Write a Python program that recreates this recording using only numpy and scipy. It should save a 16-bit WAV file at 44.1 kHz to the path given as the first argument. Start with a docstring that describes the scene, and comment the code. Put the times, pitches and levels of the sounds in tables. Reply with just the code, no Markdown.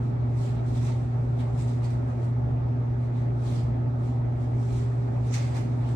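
"""A fan motor hums at twice the mains frequency, with weak wheel tones, under duct rumble and grille rush.
Over it, long hair and a fleece jacket swish now and then as someone turns about near the microphones.
The place is a small, hard-walled bathroom. Fan tones are fluttering cosines; air is shaped noise;
hair and sleeves are fibre slips plus hiss under movement swells; scrapes are grainy narrow noise bands;
jacket flaps are dull noise puffs. Hair, sleeves and scrapes also get a diffuse room answer."""
import sys
import numpy as np
from scipy import signal
from scipy.fft import rfft, irfft, next_fast_len
from scipy.io import wavfile
from scipy.ndimage import uniform_filter1d, map_coordinates

SR = 44100
rng = np.random.default_rng(int(sys.argv[2]) if len(sys.argv) > 2 else 0)


def dump(signal):
    """Clip the signal to [-1, 1] and save it as 16-bit WAV at the path in sys.argv[1]."""
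    limited = np.clip(np.atleast_2d(signal).T, -1, 1)
    pcm = np.round(limited * 32767).astype(np.int16)
    wavfile.write(sys.argv[1], SR, pcm)


N = 262659

# lean_db is left minus right throughout; density_db is a relative noise spectrum per Hz
# motor and wheel tones: pitch_hz, level_db, left_right_phase_rad, flutter_share, lean_db
MOTOR_TONES = [(120, -26.2, 0, .049, -.3), (104, -51, 0, .3, 0), (240, -45, .31, .15, -4.5),
               (351, -57, .8, .9, 6), (360, -60, .8, .3, 3), (479.5, -64, .23, .3, 0),
               (600, -62, .16, .3, 0), (765, -62.5, 1.3, .9, -3), (1280, -73, .5, .9, 0)]
# very faint high whine: pitch_hz, level_db, left_right_phase_rad, flutter_share, lean_db
WHINE_TONES = [(6010, -91.5, 1.5, 1, 0), (6600, -93, 1.5, 1, 0), (9480, -93.5, 1.5, .3, 0),
               (9722, -93.5, 1.3, .3, 0)]
# slow course of the blade tone: time_s, level_db (before trim_db)
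BLADE_COURSE = [(0, -53.5), (.6, -49.5), (1.3, -50), (2.101, -52), (3.1, -53), (3.6, -56.5), (4.401, -53),
                (4.9, -44.5), (5.3, -51), (5.95, -52.5)]
BLADE_HZ, BLADE_PHASE_RAD = 395.7, 1.34
# coming and going of a higher wheel tone: time_s, level_db (before trim_db)
OVERTONE_COURSE = [(0.0, -63), (0.08, -58), (2.5, -60), (2.55, -57), (3.15, -61), (3.17, -56), (5.95, -59)]
OVERTONE_HZ, OVERTONE_PHASE_RAD = 576, 1.7
# duct and room resonances: centre_hz, width_hz, relative_gain_db
DUCT_RESONANCES = [(61, 6.7, 1), (70, 14, 2), (113, 39, -3.5), (139.3, 10, 4.5), (165, 9, -10.5),
                   (229, 17, -4), (249.4, 12, -2), (265.4, 25, -7), (322.7, 23, -8.5), (354, 12, -6.5)]
# dip of the room where the microphones sit: centre_hz, width_hz, gain_db
ROOM_DIP = (202, 15, -5.5)
# air rushing through the grille: frequency_hz, density_db
GRILLE_SPECTRUM = [(250, -18), (420, 1), (520, -2), (600, 0.5), (780, -2), (900, -3.5), (970, -10.5),
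                   (1300, -10.5), (1480, -15.5), (2100, -21.5), (2500, -25.5), (3000, -30), (4000, -32.5),
                   (5500, -38.5), (8000, -44), (8600, -44), (9900, -49.5), (11000, -70)]
# hiss of hair strands: frequency_hz, density_db
STRAND_SPECTRUM = [(1500, -9), (2100, -2), (3000, -6.5), (3600, -5), (4400, -4), (5300, -8.5), (6500, -7),
                   (8200, -8), (9700, -12.5), (10500, -27), (13000, -18), (14200, -40.5)]
# hair swinging over the fleece: peak_s, level_db, rise_s, fall_s
HAIR_SWINGS = [(0.06, -67, 0.093, 0.067), (0.395, -59, .025, 0.024), (0.445, -54, 0.079, 0.085),
               (0.69, -57.5, 0.038, 0.054), (0.775, -54.5, 0.051, 0.039), (0.868, -50, 0.069, 0.058),
               (1.402, -55.5, 0.025, 0.029), (1.595, -54.5, 0.03, 0.073), (1.69, -56, .03, 0.075),
               (1.85, -53, 0.02, 0.025), (1.91, -57.5, 0.028, 0.047), (2.09, -64.5, 0.022, 0.079),
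               (2.24, -61, 0.051, 0.047), (3.05, -67, 0.056, 0.027), (3.18, -65, 0.042, 0.072),
               (3.485, -52.5, 0.063, 0.098), (3.565, -54.5, 0.062, 0.063), (4.06, -62, 0.052, 0.098),
               (4.43, -65, 0.067, 0.047), (4.62, -61.5, 0.042, .06), (4.78, -54, 0.15, 0.079),
               (5.344, -40.8, 0.017, 0.034), (5.285, -55, 0.045, 0.035), (5.4, -51.5, 0.053, 0.16),
               (5.562, -48, 0.017, 0.053), (5.9, -59, 0.088, 0.087)]
# soft creep of the hair while the body turns: peak_s, level_db, rise_s, fall_s
BODY_TURNS = [(1.0, -64, .3, 0.12), (1.65, -65.5, 0.61, 0.44), (4.95, -67.5, 0.24, 0.65),
              (5.65, -65.5, .3, 0.33)]
SWELL_EXPONENT = 1.34  # 1 = pointed, 2 = bell
# strands that catch and let go: rate, boost ceiling before levelling, decay time
SNAGS_PER_S, SNAG_DB, SNAG_S = 86, 2.5, 0.0033
# dull rub of the fleece: frequency_hz, density_db
FLEECE_SPECTRUM = [(200, -44.5), (500, 10.5), (900, 11), (1500, 2), (2100, 2.5), (3000, -3), (5000, -27),
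                   (9500, -31), (12000, -61.5)]
# sleeves brushing the body: peak_s, level_db, length_s (Gaussian sigma), rasp_hz, rasp_db (re rub)
SLEEVE_BRUSHES = [(0.487, -53, 0.022, 3960, -15), (0.586, -54.5, 0.02, 3800, -11),
                  (0.75, -65.5, 0.016, 3700, 2), (0.877, -57.5, 0.017, 3430, -5),
                  (1.41, -49, 0.017, 3650, -8), (1.617, -54, 0.028, 7800, -3.5),
                  (1.852, -49, 0.025, 4200, -11.5), (3.178, -65, 0.04, 3900, -3),
                  (3.492, -57.5, 0.028, 3600, -1), (3.56, -57, 0.033, 3380, -4),
                  (4.768, -65, 0.058, 3820, -2), (5.356, -45.5, .027, 6000, -1),
                  (5.425, -53, 0.13, 6000, -17), (5.582, -45.5, 0.025, 6000, -18),
                  (5.881, -51, 0.055, 3980, -16)]
# fold or seam dragging over the fleece: peak_s, level_db, length_s (rise to peak), pitch_hz
SEAM_SCRAPES = [(0.485, -62, .012, 2400), (0.595, -63, .008, 2300), (0.754, -60, .006, 3650),
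                (0.872, -57, .014, 2400), (0.922, -56, .004, 4000), (1.408, -60, .008, 2900),
                (1.61, -61, .012, 2050), (1.851, -58, .007, 4500), (3.18, -62, .035, 1900),
                (3.47, -61, .012, 4400), (3.575, -59, .03, 4700), (5.345, -51, .018, 2350),
                (5.35, -53, .014, 4400), (5.342, -50, .011, 6250), (5.42, -57, .035, 4700),
                (5.57, -60, .012, 1900)]
# rasp width, unevenness of the weave and its rate
SCRAPE_OCTAVES, SCRAPE_GRAIN_DB, SCRAPE_GRAINS_PER_S = .16, 2.5, 220
# loose jacket flapping now and then in dull puffs: peak_s, level_db, rise_s, fall_s
JACKET_FLAPS = [(1.44, -51, .06, .06), (2.1, -43.5, 0.059, 0.067), (5.56, -51, 0.017, 0.033)]
# dull puff from the folds: frequency_hz, density_db
FOLD_SPECTRUM = [(200, -27), (500, 2.5), (800, -3.5), (1300, -9), (2000, -21), (5000, -42.5), (11000, -81)]
# left-right likeness of the noises: frequency_hz, correlation (-1 to 1)
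EAR_LIKENESS = [(60, 0.93), (110, 1), (170, 0.63), (250, 0.86), (350, 0.074), (520, -0.36), (900, 0.08),
                (1500, -0.47), (2280, 0.26), (2880, -0.31), (3600, 0.21), (4450, -0.18), (6100, .22),
                (7100, -0.36), (8500, 0.37), (9700, -.4)]
# left-right balance of the noises: frequency_hz, lean_db
EAR_LEAN = [(60, 2.5), (180, -2.5), (270, -3), (350, 0.5), (560, 0.5), (830, 0.5), (1050, -1), (1400, -2),
            (2000, -4), (2800, -2.5), (4200, 1), (5700, -6), (8000, -4), (9500, -0.5)]
# decay of the room: frequency_hz, t60_s
WALL_DECAY = [(200, 0.94), (2000, 0.64), (10000, 0.2)]
EARS = np.array([[.5], [-.5]])  # left, right share of a difference
TOP_HZ = 15700


def amp(db):
    """Decibels to gain."""
    return 10 ** (np.asarray(db) / 20)


def unit(x):
    """Scale to rms 1."""
    return x / np.sqrt(np.mean(x ** 2) + 1e-20)


def along(points, hz):
    """Read (frequency_hz, value) points on a log-frequency axis."""
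    point_hz, value = np.transpose(points)
    return np.interp(np.log(hz + 1), np.log(point_hz + 1), value)


def clock():
    """Time of every sample, in seconds."""
    return np.arange(N) / SR


def wobble(knots_per_s):
    """Smooth random curve through Gaussian knots."""
    knots = rng.standard_normal(int(N * knots_per_s / SR) + 4)
    return map_coordinates(knots, [clock() * knots_per_s])


def filtered(x, response):
    """Apply a zero-phase response of frequency in Hz."""
    size = next_fast_len(N + SR // 2)
    hz = np.fft.rfftfreq(size, 1 / SR)
    return irfft(rfft(x, size) * response(hz), size)[..., :N]


def placed(pair, colour):
    """Colour two unrelated signals; mix to the tabled likeness and lean: bass alike, treble diffuse."""
    def mid_side_gain(hz):
        turn_rad = np.arccos(np.clip(along(EAR_LIKENESS, hz), -1, 1)) / 2
        return colour(hz) * [np.cos(turn_rad), np.sin(turn_rad)]

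    mid, side = filtered(pair, mid_side_gain)
    ears = np.array([mid + side, mid - side])
    return unit(filtered(ears, lambda hz: amp(EARS * along(EAR_LEAN, hz))))


def mottled(x, patchy_db):
    """Lay patches of random gain, about 600 Hz by 50 ms, over x."""
    grid = signal.stft(x, nperseg=512)[2]
    field = rng.standard_normal(grid.shape[1:])
    field = uniform_filter1d(field, size=7, axis=0)
    field = uniform_filter1d(field, size=9, axis=1)
    return signal.istft(grid * amp(patchy_db * unit(field)), nperseg=512)[1][:, :N]


def room(x):
    """Diffuse answer of the walls: noise decaying by frequency, unrelated at each microphone."""
    hz, t, grid = signal.stft(rng.standard_normal((2, SR // 2)), SR, nperseg=256)
    decay = amp(-60 * t / along(WALL_DECAY, hz)[:, None])
    tail = signal.istft(grid * decay, SR, nperseg=256)[1]
    return signal.fftconvolve(x, tail / np.linalg.norm(tail[0]), axes=1)[:, :N]


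def friction(spectrum, slips_per_s, spread_db, blur_db, patchy_db):
    """Tiny fibre slips of uneven size on a diffuse hiss; the colour shifts as the contact moves."""
    slips = (rng.random((2, N)) < slips_per_s / SR) * rng.standard_normal((2, N))
    slips = unit(slips * amp(spread_db * rng.standard_normal((2, N))))
    hiss = amp(blur_db) * rng.standard_normal((2, N))
    rub = mottled(slips + hiss, patchy_db)
    return placed(rub, lambda hz: amp(along(spectrum, hz)))


def swells(rows):
    """Summed power of movements that speed up to a peak and slow down again, as a gain."""
    t, power = clock(), np.zeros(N)
    for peak_s, level_db, rise_s, fall_s in rows:
        away = np.abs(t - peak_s) / np.where(t < peak_s, rise_s, fall_s)
        power += (amp(level_db) * np.exp(-away ** SWELL_EXPONENT)) ** 2
    return np.sqrt(power)


def snags():
    """Rms-1 gain of the sliding: brief random spurts where strands catch and let go."""
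    catches = rng.random(N) < SNAGS_PER_S / SR
    release = np.exp(-np.arange(SR // 20) / SR / SNAG_S)
    spurts = signal.fftconvolve(catches, release)[:N]
    return unit(amp(SNAG_DB * np.tanh(spurts)))


def weave_rasp(pitch_hz, octaves, count):
    """Rasp of the weave: noise in a band that is Gaussian in octaves."""
    hz = np.fft.rfftfreq(SR, 1 / SR)
    band = np.exp(-.5 * (np.log2((hz + 1) / pitch_hz) / octaves) ** 2)
    return unit(irfft(rfft(rng.standard_normal((2, SR))) * band, SR))[:, :count]


def motor():
    """Magnetic hum, wheel tones and whine; turbulence makes the weaker ones flutter in size and phase."""
    t, out = clock(), np.zeros((2, N))
    for pitch_hz, level_db, phase_rad, flutter, lean_db in MOTOR_TONES + WHINE_TONES:
        size = amp(level_db) * unit(1 + flutter * wobble(8))
        angle_rad = 2 * np.pi * (pitch_hz * t + rng.random()) + flutter * (wobble(3) + wobble(10))
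        out += np.sqrt(2) * size * amp(lean_db * EARS) * np.cos(angle_rad + phase_rad * EARS)
    return out


def blades(course, pitch_hz, phase_rad, trim_db, lean_db, flutter_db):
    """A thin tone of the wheel's blades, fluttering in the uneven inflow."""
    course_db = np.interp(clock(), *np.transpose(course))
    level = amp(course_db + trim_db + flutter_db * wobble(14) + lean_db * EARS)
    angle_rad = 2 * np.pi * (pitch_hz * clock() + rng.random()) + 0.17 * wobble(8.7)
    return np.sqrt(2) * level * np.cos(angle_rad + phase_rad * EARS)


def duct(hz, corner_hz=430):
    """Gain of the low resonances, with the room dip; the duct swallows what lies above them."""
    power = 0
    for centre_hz, width_hz, gain_db in DUCT_RESONANCES:
        damping = (hz * width_hz) ** 2
        power = power + amp(gain_db) ** 2 * damping / ((centre_hz ** 2 - hz ** 2) ** 2 + damping)
    dip_hz, dip_width_hz, dip_db = ROOM_DIP
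    dip = amp(dip_db * np.exp(-((hz - dip_hz) / dip_width_hz) ** 2))
    return np.sqrt(power / (1 + (hz / corner_hz) ** 8)) * dip


def air():
    """Steady flow: lumpy rumble in the duct's resonances and a softer, eddying rush at the grille."""
    rumble = amp(-34.5 + .8 * wobble(9)) * placed(rng.standard_normal((2, N)), duct)
    eddies = mottled(rng.standard_normal((2, N)), patchy_db=1.35)
    rush = placed(eddies, lambda hz: amp(along(GRILLE_SPECTRUM, hz)))
    return rumble + amp(-43.0 + 0.36 * wobble(8.4)) * rush


def hair():
    """Strands hiss as they slide over the jacket, catching and letting go."""
    stroke = np.hypot(swells(HAIR_SWINGS), swells(BODY_TURNS)) * snags()
    hiss = stroke * friction(STRAND_SPECTRUM, slips_per_s=6000, spread_db=3.5, blur_db=0.5, patchy_db=1.7)
    return hiss + amp(-5.0) * room(hiss)


def sleeves(rasp_octaves=0.19):
    """Each arm swing is a swell of dull cloth friction, with a band of rasp from the weave on top."""
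    rub = friction(FLEECE_SPECTRUM, slips_per_s=3000, spread_db=4.0, blur_db=-0.5, patchy_db=3.0)
    t, cloth = clock(), np.zeros((2, N))
    for peak_s, level_db, length_s, rasp_hz, rasp_db in SLEEVE_BRUSHES:
        near = np.abs(t - peak_s) < .25
        rasp = weave_rasp(rasp_hz, rasp_octaves, near.sum())
        rasp = rasp * amp(along(EAR_LEAN, rasp_hz) * EARS)
        swing = amp(level_db) * np.exp(-.5 * ((t[near] - peak_s) / length_s) ** 2)
        cloth[:, near] += swing * (rub[:, near] + amp(rasp_db) * rasp)
    cloth = cloth * snags()
    return cloth + amp(-8.5) * room(cloth)


def scrapes(fall_per_rise=1.6):
    """A fold grips quickly, rasps over the weave in a narrow, grainy band and lets go."""
    t, cloth = clock(), np.zeros((2, N))
    for peak_s, level_db, length_s, pitch_hz in SEAM_SCRAPES:
        near = np.abs(t - peak_s) < .25
        rasp = weave_rasp(pitch_hz, SCRAPE_OCTAVES, near.sum())
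        away = (t[near] - peak_s) / np.where(t[near] < peak_s, length_s, fall_per_rise * length_s)
        cloth[:, near] += amp(level_db) * np.exp(-away ** 2) * rasp
    cloth = cloth * unit(amp(SCRAPE_GRAIN_DB * wobble(SCRAPE_GRAINS_PER_S)))
    return cloth + amp(-5) * room(cloth)


def jacket():
    """Folds of the jacket push a dull puff of air."""
    puff = placed(rng.standard_normal((2, N)), lambda hz: amp(along(FOLD_SPECTRUM, hz)))
    return swells(JACKET_FLAPS) * puff


def scene():
    """The fan, with the rustles in front of it."""
    wheel = blades(BLADE_COURSE, BLADE_HZ, BLADE_PHASE_RAD, trim_db=0.3, lean_db=-6, flutter_db=2.2)
    wheel += blades(OVERTONE_COURSE, OVERTONE_HZ, OVERTONE_PHASE_RAD, trim_db=-0.5, lean_db=8, flutter_db=2.2)
    fan = motor() + wheel + air()
    return fan + hair() + sleeves() + scrapes() + jacket()


def record(dry):
    """Fade both ends over 3 ms against clicks, then low-pass steeply at the band limit."""
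    ends = np.clip(np.minimum(clock(), clock()[::-1]) / .003, 0, 1)
    return filtered(dry * ends, lambda hz: 1 / np.sqrt(1 + (hz / TOP_HZ) ** 80))


dry = scene()
out = record(dry)
dump(out)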